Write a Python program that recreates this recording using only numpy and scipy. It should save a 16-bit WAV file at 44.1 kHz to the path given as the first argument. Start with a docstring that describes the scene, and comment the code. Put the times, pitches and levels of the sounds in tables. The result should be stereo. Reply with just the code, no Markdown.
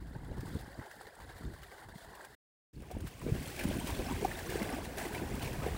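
"""Lake shallows, microphone in the wind: dogs wade at a distance in one direction; after a short silent
break several charge into the water close by, on all sides.
The water is a swarm of ringing bubbles and falling drops, with paw slaps and the gulps of collapsing hollows.
Wind is lumpy low noise, unrelated at the microphone's two ports, with single eddies as short pressure pulses."""
import sys
import numpy as np
from scipy import signal
from scipy.fft import rfft, irfft, next_fast_len
from scipy.io import wavfile
from scipy.ndimage import uniform_filter1d, map_coordinates

SR = 44100
rng = np.random.default_rng(int(sys.argv[2]) if len(sys.argv) > 2 else 0)


def waveform_to_disk(signal):
    """Save audio, clipped to [-1, 1], as 16-bit WAV at the path in sys.argv[1]."""
    frames = np.transpose(np.atleast_2d(signal))
    scaled = np.clip(frames, -1, 1) * 32767
    samples = np.round(scaled).astype(np.int16)
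    wavfile.write(sys.argv[1], SR, samples)


N = 254456
TIME = np.arange(N) / SR

# Levels in the tables are before the trims given in the calls; positive left_right_db leans left.

# water kept churning by all the legs; deep water gurgles, shallow water sprays: start_s, level_db, depth_db
CHURN = [(0.0, -63.5, -1.3), (0.188, -61, 2.2), (0.434, -56.5, 1), (1.106, -59, 0.6), (1.635, -58.5, -2),
         (2.098, -59, 2), (2.34, -60.5, -2), (2.74, -71.5, -9), (2.834, -59, 0.5), (3.144, -57, -3),
         (3.393, -49, -3.5), (3.774, -45.5, -2.8), (4.525, -46, -1.5), (4.818, -49, 0), (5.294, -47, -0.4),
         (5.77, -46.5, -0.7)]
# a leg or chest ploughs through the water: start_s, push_s, level_db, depth_db
STRIDES = [(0.121, 0.025, -59.5, 6.1), (0.302, 0.015, -76, 19), (0.444, 0.17, -65.5, -11.5),
           (0.78, 0.096, -58.5, 4), (0.899, 0.065, -65, -7), (0.988, 0.074, -57, 0.5),
           (1.172, 0.057, -60, 0.5), (1.279, 0.028, -55.5, 1), (1.357, 0.056, -60.5, -1.5),
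           (1.7, 0.037, -58.5, 2.5), (1.764, 0.078, -58.5, 1), (1.94, 0.113, -73.5, -18.5),
           (2.088, 0.084, -59.5, 0), (2.183, 0.05, -55, 2.3), (2.895, 0.023, -56.5, 8),
           (3.056, 0.027, -53.5, -5.5), (3.243, 0.051, -59.5, 5), (3.449, 0.026, -60, -5),
           (3.57, 0.079, -48.5, 0.5), (3.697, 0.031, -48.5, -0.5), (3.855, 0.038, -46.5, -3.5),
           (3.986, 0.018, -49, 5.5), (4.078, 0.028, -47, 7.5), (4.207, 0.038, -50.5, 7),
           (4.303, 0.023, -48.5, -1), (4.482, 0.091, -44, -0.7), (4.583, 0.2, -45, 1.5),
           (4.83, 0.015, -57.5, -15), (4.961, 0.1, -43.5, -1.3), (5.112, 0.08, -46, 0.7),
           (5.404, 0.075, -47, -2.5), (5.614, 0.07, -47.5, 4.5)]
# colour of the distant water: pitch_hz, relative level_db
FAR_WATER = [(150, -7), (400, 10), (600, 6), (800, 8), (980, 7.5), (1220, -6.5), (1600, -2), (1950, -3.5),
             (2400, -14), (4500, -19.5), (5800, -26), (9000, -26), (12500, -31.5), (15700, -27)]
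# sound bends round the microphone body, from afar: pitch_hz, left_lead_radians
FAR_PHASE = [(600, 0), (950, -.65), (1250, -1.2), (1550, 0), (2100, 1.5), (3000, 4.6), (3900, 5.2),
             (4700, 6.3), (5700, 9.4), (7500, 12), (10000, 12.6), (15000, 14)]
# the wind between gusts: start_s, level_db, flutter_db (over the rumble), left_right_db
BREEZE = [(0.0, -45, -2.5, -5.5), (0.65, -47.5, 0.5, 10.5), (0.92, -69, 3.5, 13), (1.154, -72, 10, 10),
          (1.208, -53.5, 0, 19), (1.576, -50, -8, 3), (1.763, -67.5, 5.5, 7), (2.34, -66, 5, -12.5),
          (2.74, -53.5, 4.5, 17.5), (2.972, -49.5, -7, -32), (3.523, -51, -1.5, -24), (3.754, -44, 4.5, -1),
          (4.215, -40.5, -0.5, 1), (4.322, -45.5, -3, 0), (4.75, -45.5, 3.5, 1.5), (5.034, -49, 4.5, -1.5),
          (5.342, -39.5, -1, -2.5), (5.77, -40.5, -2.5, -1)]
# each gust swells and fades as a bell: peak_s, length_s, level_db, flutter_db (over the rumble), left_right_db
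GUSTS = [(0.163, 0.015, -46, 7.5, 0), (0.312, 0.032, -41.5, 6, 0), (0.381, 0.031, -38, 4.5, 0.5),
         (0.476, 0.08, -43.5, 5.5, 4), (0.551, 0.043, -41.5, 6, -0.5), (0.797, 0.037, -46, 0, 4.5),
         (0.97, 0.036, -56.5, 4, 20), (1.06, 0.028, -55.5, -7, 20), (1.466, 0.07, -41.5, 6, 4.5),
         (1.89, 0.078, -50.5, -1, 0), (2.09, 0.072, -54.5, -1, -3), (2.318, 0.02, -60, -2, -6),
         (2.783, 0.04, -43.5, -6, 24), (2.979, 0.047, -38.5, 0, -3), (3.048, 0.051, -42, -2.5, -15),
         (3.303, 0.095, -39.5, 5, -0.5), (3.393, 0.13, -40.5, -1, 4), (3.718, 0.13, -39, 4.5, 1.5),
         (4.005, 0.04, -38, -2, -3), (4.123, 0.052, -53.5, 11, 4), (4.52, 0.067, -46, 4, -3),
         (4.623, 0.028, -40, 6.5, -1), (5.235, 0.029, -45, 11.5, 2), (5.717, 0.018, -39, -5, -7)]
# colour of the large eddies: pitch_hz, relative level_db
RUMBLE = [(12, -24), (25, -14), (45, -2), (65, -0.5), (100, -5), (150, -7), (220, -23), (400, -30),
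          (1000, -79)]
# colour of the small fast eddies: pitch_hz, relative level_db
FLUTTER = [(60, -38.5), (120, -10.5), (180, 1), (300, -1.5), (420, -10), (600, -20.5), (1000, -29.5),
           (2500, -40), (8000, -84.5)]
# hollows behind plunging legs collapse: start_s, level_db, pitch_hz, ring_cycles
GULPS = [(0.14, -48, 610, 1.2), (0.31, -35.5, 524, 1.1), (0.548, -38.5, 436, 2.3), (0.787, -42.5, 517, 1.5),
         (2.817, -37, 410, 0.53), (2.906, -43.5, 565, 4.1), (2.96, -33, 490, 1.3), (3.258, -23, 360, 0.86),
         (3.279, -31, 445, 4.2), (3.705, -26.5, 600, 1.8), (3.987, -26, 350, 3.2), (4.003, -28, 486, 1.4),
         (4.104, -21, 267, 1.5), (4.221, -25.5, 400, 2.3), (4.243, -17, 772, 3.6), (4.246, -24, 325, 1.14),
         (4.487, -27.5, 344, 1.5), (4.55, -20.5, 415, 1.7), (4.607, -22.5, 454, 0.37),
         (4.731, -29, 253, 4.3), (5.059, -28, 324, 2.1), (5.216, -37, 285, 2.4), (5.658, -20, 450, 1.4)]
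# the strongest single eddies at the ports: start_s, level_db, pitch_hz, left_right_db
EDDIES = [(0.156, -28.5, 113, 2), (0.385, -28, 72.7, -3), (0.551, -21, 137, 6), (0.786, -30.5, 255, 1),
          (1.437, -32, 91, 27), (1.954, -34, 172, -12), (2.96, -22.5, 205, -6), (3.315, -17, 138, -2),
          (3.646, -16.5, 234, -1), (3.687, -21.5, 148, 7), (3.922, -29, 90, 0), (4.14, -28, 95, -1),
          (5.718, -26, 64, 1)]
# the loudest slaps of paws and thrown water: start_s, bubble level_db, bubble pitch_hz, spray level_db
SLAPS = [(0.4062, -41, 1560, -50.5), (0.4653, -42, 1640, -64), (0.7936, -39, 1810, -66),
         (0.8148, -35, 1460, -72), (0.9117, -38, 1680, -54), (1.2933, -44, 1620, -68),
         (1.5613, -40, 1010, -68), (1.5854, -45, 1030, -61), (1.632, -40, 1650, -52),
         (1.9795, -54, 1610, -55), (2.136, -41, 950, -68), (2.1512, -48, 1800, -52),
         (2.206, -35.5, 1560, -70), (2.2473, -43, 1920, -50), (2.912, -48, 1000, -48),
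         (3.005, -50, 1420, -50.5), (3.0713, -33.5, 1310, -49), (3.2144, -33, 1240, -53),
         (3.362, -34, 1400, -58), (3.4737, -39, 2140, -43), (3.562, -40, 2400, -46),
         (3.592, -24, 2410, -42.5), (3.6101, -29, 1620, -45), (3.6361, -43, 2500, -39),
         (3.712, -35, 1330, -62), (3.8717, -31.5, 1060, -39), (3.903, -28.5, 1030, -44),
         (3.9478, -35, 3460, -47), (4.1096, -27.5, 1040, -50), (4.2472, -28, 1020, -43),
         (4.3124, -29, 1810, -59), (4.3887, -35, 1780, -44), (4.4992, -43.5, 2320, -44),
         (4.5605, -30, 1630, -58), (4.6189, -29.5, 2130, -50), (4.6902, -31, 2130, -65),
         (4.7376, -28, 1530, -69), (4.8485, -33.5, 1920, -48), (4.9811, -29, 1720, -44),
         (4.999, -25, 1660, -49), (5.146, -27, 2280, -44), (5.177, -34, 2630, -57),
         (5.4241, -34, 2770, -41), (5.445, -34, 2460, -44), (5.6318, -32, 1060, -49),
         (5.684, -33.5, 1850, -54)]
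# the silent break: start_s, end_s
BREAK_S = (2.349, 2.733)
# the charging dogs' path: start_s, left_delay_ms (of their drops), pitch_hz (where small bubbles are strongest)
COURSE = [(2.74, 0.17, 2500), (3.1, 0.49, 2500), (3.5, 0.37, 2400), (3.9, 0.29, 2780), (4.3, 0.13, 2020),
          (4.7, 0.016, 1770), (5.2, 0.088, 1580), (5.45, 0.29, 2380), (5.77, 0.21, 1650)]
# colour of the water close by, also of slap spray: pitch_hz, relative level_db
NEAR_WATER = [(120, -21), (350, 10), (600, 2.5), (780, 2.5), (1220, -1.5), (1480, 4.5), (1900, -2.5),
              (2550, -4), (3400, -11), (6600, -18.5), (8400, -17), (10000, -19), (11700, -22.5),
              (13800, -22.5), (15300, -17)]
# sound bends round the microphone body, from close by: pitch_hz, left_lead_radians
NEAR_PHASE = [(300, -.4), (780, -.45), (1000, -1), (1250, -2.4), (1600, -4.9), (2300, -6.3), (3000, -6.9),
              (4000, -6.3)]

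# a stride's splash rises, holds while the dog pushes, then settles: each voice of the water at its own speed
RISE_S = 0.014
GURGLE_SETTLE_S, SPLASH_SETTLE_S, SPRAY_SETTLE_S = 0.028, 0.033, 0.025
SPRAY_LOSS = 0.96  # dB of spray lost for each dB of depth
GULP_PAN_DB, SLAP_PAN_DB = -2.5, -5
# small slaps fall in between: their bubbles and spray in dB over the surrounding water, and the spread either way
SMALL_SLAP_COUNT = 60
SMALL_RING_DB, SMALL_SPRAY_DB, SMALL_SPREAD_DB = 0, -7.5, 8.5
# a louder slap lasts longer: decay at a middling level, and the dB it grows by per dB
SLAP_DECAY_S, MIDDLING_DB, SLAP_GROWTH = 0.0085, -38, 0.15
EDGE_HZ = 15830  # upper band limit


def gain_of(db):
    """Decibels to amplitude."""
    return 10 ** (np.asarray(db) / 20)


def evened(x):
    """Scales to rms 1."""
    return x / np.sqrt(np.mean(x ** 2) + 1e-20)


def steadied(x, size):
    """Holds the running rms over about size samples at 1; faster flicker stays."""
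    power = (x ** 2).mean(0)
    smooth = uniform_filter1d(uniform_filter1d(power, size), size)
    return x / np.sqrt(abs(smooth) + 1e-20)


def read(points, hz):
    """Reads a spectrum on a log-frequency axis."""
    f, value = np.transpose(points)
    return np.interp(np.log(hz + 1), np.log(f + 1), value)


def curves(rows):
    """One sample-rate curve for each column after the time."""
    s, *columns = np.transpose(rows)
    return [np.interp(TIME, s, c) for c in columns]


def sides(pan_db):
    """Left and right gains for a level difference, at constant power."""
    pair = gain_of(np.array([[.5], [-.5]]) * pan_db)
    return pair / np.sqrt((pair ** 2).mean(0))


def filtered(x, response):
    """Applies a response given as a function of frequency."""
    size = next_fast_len(x.shape[-1] + 2048, True)
    spectrum = rfft(x, size) * response(np.fft.rfftfreq(size, 1 / SR))
    return irfft(spectrum, size)[..., :x.shape[-1]]


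def tinted(x, spectrum):
    """Colours a sound by a table of pitch_hz and level_db."""
    return filtered(x, lambda hz: gain_of(read(spectrum, hz)))


def add(mix, s, sound):
    """Mixes a sound in at time s, in place."""
    part = mix[:, max(round(s * SR), 0):][:, :sound.shape[1]]
    part += sound[:, :part.shape[1]]


def ports(x, phase):
    """The right port hears the water with a phase shift that depends on frequency."""
    right = filtered(x[1], lambda hz: np.exp(-1j * read(phase, hz)))
    return np.array([x[0], right])


def stirred(depth_share, settle_s):
    """Loudness of one voice of the water: the powers of churn and strides add, weighted by depth."""
    level, depth = curves(CHURN)
    power = gain_of(level + depth_share * depth)[None] ** 2
    t = np.arange(SR // 2) / SR
    for s, push, db, depth in STRIDES:
        shape = np.minimum(t / RISE_S, 1) * np.exp(-np.maximum(t - push, 0) / settle_s)
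        add(power, s, (gain_of(db + depth_share * depth) * shape[None]) ** 2)
    return np.sqrt(power)


def falls(per_s, decay_s, spread_db):
    """Random landings of uneven size, each a quick rise of power that dies away; mean 1."""
    landed = rng.random(N) < per_s / SR
    sizes = gain_of(spread_db * np.minimum(rng.exponential(1, N), 4.5)) * landed
    power = signal.lfilter([1], [1, -np.exp(-1 / (decay_s * SR))], sizes ** 2)
    return abs(uniform_filter1d(power, size=45)) / power.mean()


def bubbles(low_hz, high_hz, common_hz, cycles, spread_db, scatter_ms, count):
    """A swarm of bubbles, strongest round one pitch: most die at once, a few ring on, rising in pitch."""
    when, pitch, size, life, place = rng.random((count, 5)).T
    start = (when * (N - 1)).astype(int)
    hz = low_hz * (high_hz / low_hz) ** pitch
    strongest_hz = (common_hz * np.ones(N))[start]
    emphasis = 1 + 0.52 * np.exp(-(np.log(hz / strongest_hz) / 0.27) ** 2)
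    height = hz * emphasis * gain_of(spread_db * np.minimum(-np.log(1 - size), 3.3))
    decay = cycles * np.minimum((1 - life) ** -.6, 4.5) / hz
    # each bubble has its own direction, so its own delay between the ports
    lag = scatter_ms * np.log(place / (1 - place)) / 1000
    # all the rings lie end to end: which bubble each sample belongs to, and its step within the ring
    length = (4 * decay * SR).astype(int) + 40
    who = np.repeat(np.arange(count), length)
    step = np.arange(len(who)) - (np.cumsum(length) - length)[who]
    out = []
    for side in (.5, -.5):
        t = np.maximum((step - 20) / SR - side * lag[who], 0)
        age, turns = np.float32(t / decay[who]), np.float32(hz[who] * t)
        envelope = height[who] * np.minimum(turns, 1) * np.exp(-age)
        ring = envelope * np.sin(2 * np.pi * turns * (1 + 0.017 * age))
        out.append(np.bincount(start[who] + step, ring, N)[:N])
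    return evened(np.array(out))


def drops(lag_ms, alike, spread_db):
    """Thousands of drops a second, each a tiny burst of fizz; part of it reaches both ports with a delay."""
    patter = np.sqrt(falls(per_s=3100, decay_s=0.0054, spread_db=spread_db))
    shared, own = rng.standard_normal((2, N)) * patter
    left = map_coordinates(shared, [np.arange(N) - lag_ms * SR / 1000], mode="nearest")
    right = alike * shared + np.sqrt(1 - alike ** 2) * own
    return filtered(np.array([left, right]), lambda hz: hz ** 4 / (hz ** 4 + 3200 ** 4))


def water(colour, lag_ms, common_hz, scatter_ms, alike, gurgle_db, splash_db, spray_db,
          bubble_db, drop_db, tinkle, clump):
    """Large bubbles gurgle, small ones splash, drops fizz and tinkle; the same lumps of falling water drive all."""
    lumps = np.sqrt(1.5 + clump * falls(per_s=110, decay_s=0.014, spread_db=6))
    large = bubbles(295.4, 1232.5, 730, cycles=1.89, spread_db=bubble_db, scatter_ms=2 * scatter_ms, count=4200)
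    small = bubbles(1076, 3542, common_hz, cycles=2.94, spread_db=bubble_db, scatter_ms=scatter_ms, count=11000)
    tiny = bubbles(3000, 12000, 9300, cycles=5.5, spread_db=6.5, scatter_ms=scatter_ms, count=4000)
    fizz = drops(lag_ms, alike, drop_db) + tinkle * tiny
    voices = [(large, gurgle_db, stirred(1, GURGLE_SETTLE_S)),
              (small, splash_db, stirred(0, SPLASH_SETTLE_S)),
              (fizz, spray_db, stirred(-SPRAY_LOSS, SPRAY_SETTLE_S))]
    out = np.zeros((2, N))
    for swarm, db, force in voices:
        out += gain_of(db) * force * steadied(tinted(lumps * swarm, colour), size=2600)
    return out


def turbulence(spectrum, lump_db, lump_hz):
    """Lumpy pressure noise, unrelated at the two ports."""
    noise, lumps = rng.standard_normal((2, 2, N))
    lumps = evened(filtered(lumps, lambda hz: 1 / (1 + (hz / lump_hz) ** 4)))
    return steadied(tinted(noise * gain_of(lump_db * lumps), spectrum), size=2600)


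def wind(rumble_db, flutter_db):
    """Large eddies rumble; small fast ones flutter above them. Gusts add their power to the breeze."""
    level, flutter, pan = curves(BREEZE)
    slow_power = (gain_of(level) * sides(pan)) ** 2
    fast_power = slow_power * gain_of(flutter) ** 2
    for s, length, db, flutter, pan in GUSTS:
        bell = np.exp(-(2 * (TIME - s) / length) ** 2)
        gust = (gain_of(db) * sides(pan)) ** 2 * bell
        slow_power = slow_power + gust
        fast_power = fast_power + gust * gain_of(flutter) ** 2
    large = gain_of(rumble_db) * turbulence(RUMBLE, lump_db=4.5, lump_hz=25)
    small = gain_of(flutter_db) * turbulence(FLUTTER, lump_db=6.0, lump_hz=60)
    return np.sqrt(slow_power) * large + np.sqrt(fast_power) * small


def wading(paws):
    """Dogs step about at a distance, their drops with no delay between the ports, in the wind."""
    lake = water(FAR_WATER, lag_ms=0, common_hz=1640, scatter_ms=0.056, alike=0.4,
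                 gurgle_db=-0.16, splash_db=-0.1, spray_db=-3.0,
                 bubble_db=3.5, drop_db=2.0, tinkle=0.34, clump=1.0)
    return ports(lake + paws, FAR_PHASE) + wind(rumble_db=2.05, flutter_db=-5.5)


def gulps(level_db, closing_s):
    """A hollow in the water swells into a ring as it closes, then dies within a few cycles."""
    out, t = np.zeros((2, N)), np.arange(2600) / SR
    for s, db, hz, cycles in GULPS:
        turns = (t - closing_s) * hz
        envelope = np.minimum(t / closing_s, 1) / np.cosh(2 * turns / max(cycles, .6))
        ring = np.cos(2 * np.pi * turns) * envelope
        add(out, s, gain_of(db + level_db) * sides(GULP_PAN_DB) * ring)
    return out


def eddies(level_db, centre_s):
    """A passing eddy sucks and then pushes, reaching one port a little after the other."""
    out, t = np.zeros((2, N)), np.arange(2200) / SR
    for s, db, hz, pan in EDDIES:
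        port_delay = rng.normal(0, 0.0017, (2, 1))
        turns = (t - centre_s - port_delay) * hz
        pulse = np.sin(2 * np.pi * turns) * np.exp(-(turns / 0.71) ** 2)
        add(out, s, gain_of(db + level_db) * sides(pan) * pulse)
    return out


def small_slaps():
    """Rows like those of SLAPS at random moments, their strength following the splash and spray around them."""
    when, size, pitch = rng.random((SMALL_SLAP_COUNT, 3)).T
    at = (when * (N - 1)).astype(int)
    spread = SMALL_SPREAD_DB * (2 * size - 1)
    splash = 20 * np.log10(stirred(0, SPLASH_SETTLE_S)[0, at]) + spread
    spray = 20 * np.log10(stirred(-SPRAY_LOSS, SPLASH_SETTLE_S)[0, at]) + spread
    return list(zip(TIME[at], splash + SMALL_RING_DB, 1000 * 3 ** pitch, spray + SMALL_SPRAY_DB))


def slaps(ring_db, spray_db, width):
    """A slap bursts a cloud of like-sized bubbles (noise round one pitch) and throws fine spray to both sides."""
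    out, t = np.zeros((2, N)), np.arange(3000) / SR
    for s, db, hz, fizz_db in SLAPS + small_slaps():
        noise = rng.standard_normal((3, len(t)))
        cloud = evened(filtered(noise[0], lambda f: 1 / (1 + ((f - hz) / (width * hz)) ** 2)))
        mist = evened(filtered(noise[1:],
                               lambda f: gain_of(read(NEAR_WATER, f)) * f ** 2 / (f ** 2 + 4000 ** 2)))
        decay_s = SLAP_DECAY_S * gain_of(SLAP_GROWTH * (db - MIDDLING_DB))
        burst = (1 - np.exp(-t / .0005)) * np.exp(-t / decay_s)
        slap = gain_of(db + ring_db) * cloud + gain_of(fizz_db + spray_db) * mist
        add(out, s, sides(SLAP_PAN_DB) * burst * slap)
    return out


def charging(paws):
    """Dogs bound in close by, in the wind; deeper water traps larger bubbles, which ring lower."""
    lag_ms, common_hz = curves(COURSE)
    lake = water(NEAR_WATER, lag_ms, common_hz, scatter_ms=0.059, alike=0.053,
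                 gurgle_db=0.47, splash_db=-3.27, spray_db=-3.32,
                 bubble_db=2.0, drop_db=-0.9, tinkle=0.33, clump=0.13)
    return ports(lake + paws, NEAR_PHASE) + wind(rumble_db=2.04, flutter_db=-1.5)


def scene():
    """First the wading, then the charge, with single eddies over both."""
    paws = slaps(ring_db=-10.5, spray_db=5.0, width=0.15) + gulps(level_db=-3.5, closing_s=0.00817)
    dogs = np.where(TIME < np.mean(BREAK_S), wading(paws), charging(paws))
    return dogs + eddies(level_db=-3.5, centre_s=0.00734)


def record(dry):
    """Silence during the break, with 8 ms ramps; then the band limit."""
    outside_s = np.maximum(BREAK_S[0] - TIME, TIME - BREAK_S[1])
    gate = np.clip(outside_s / .008 + .5, 0, 1)
    lowpass = signal.firwin(511, EDGE_HZ, window=("kaiser", 9), fs=SR)
    return signal.oaconvolve(dry * gate, lowpass[None], "same")


dry = scene()
out = record(dry)
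waveform_to_disk(out)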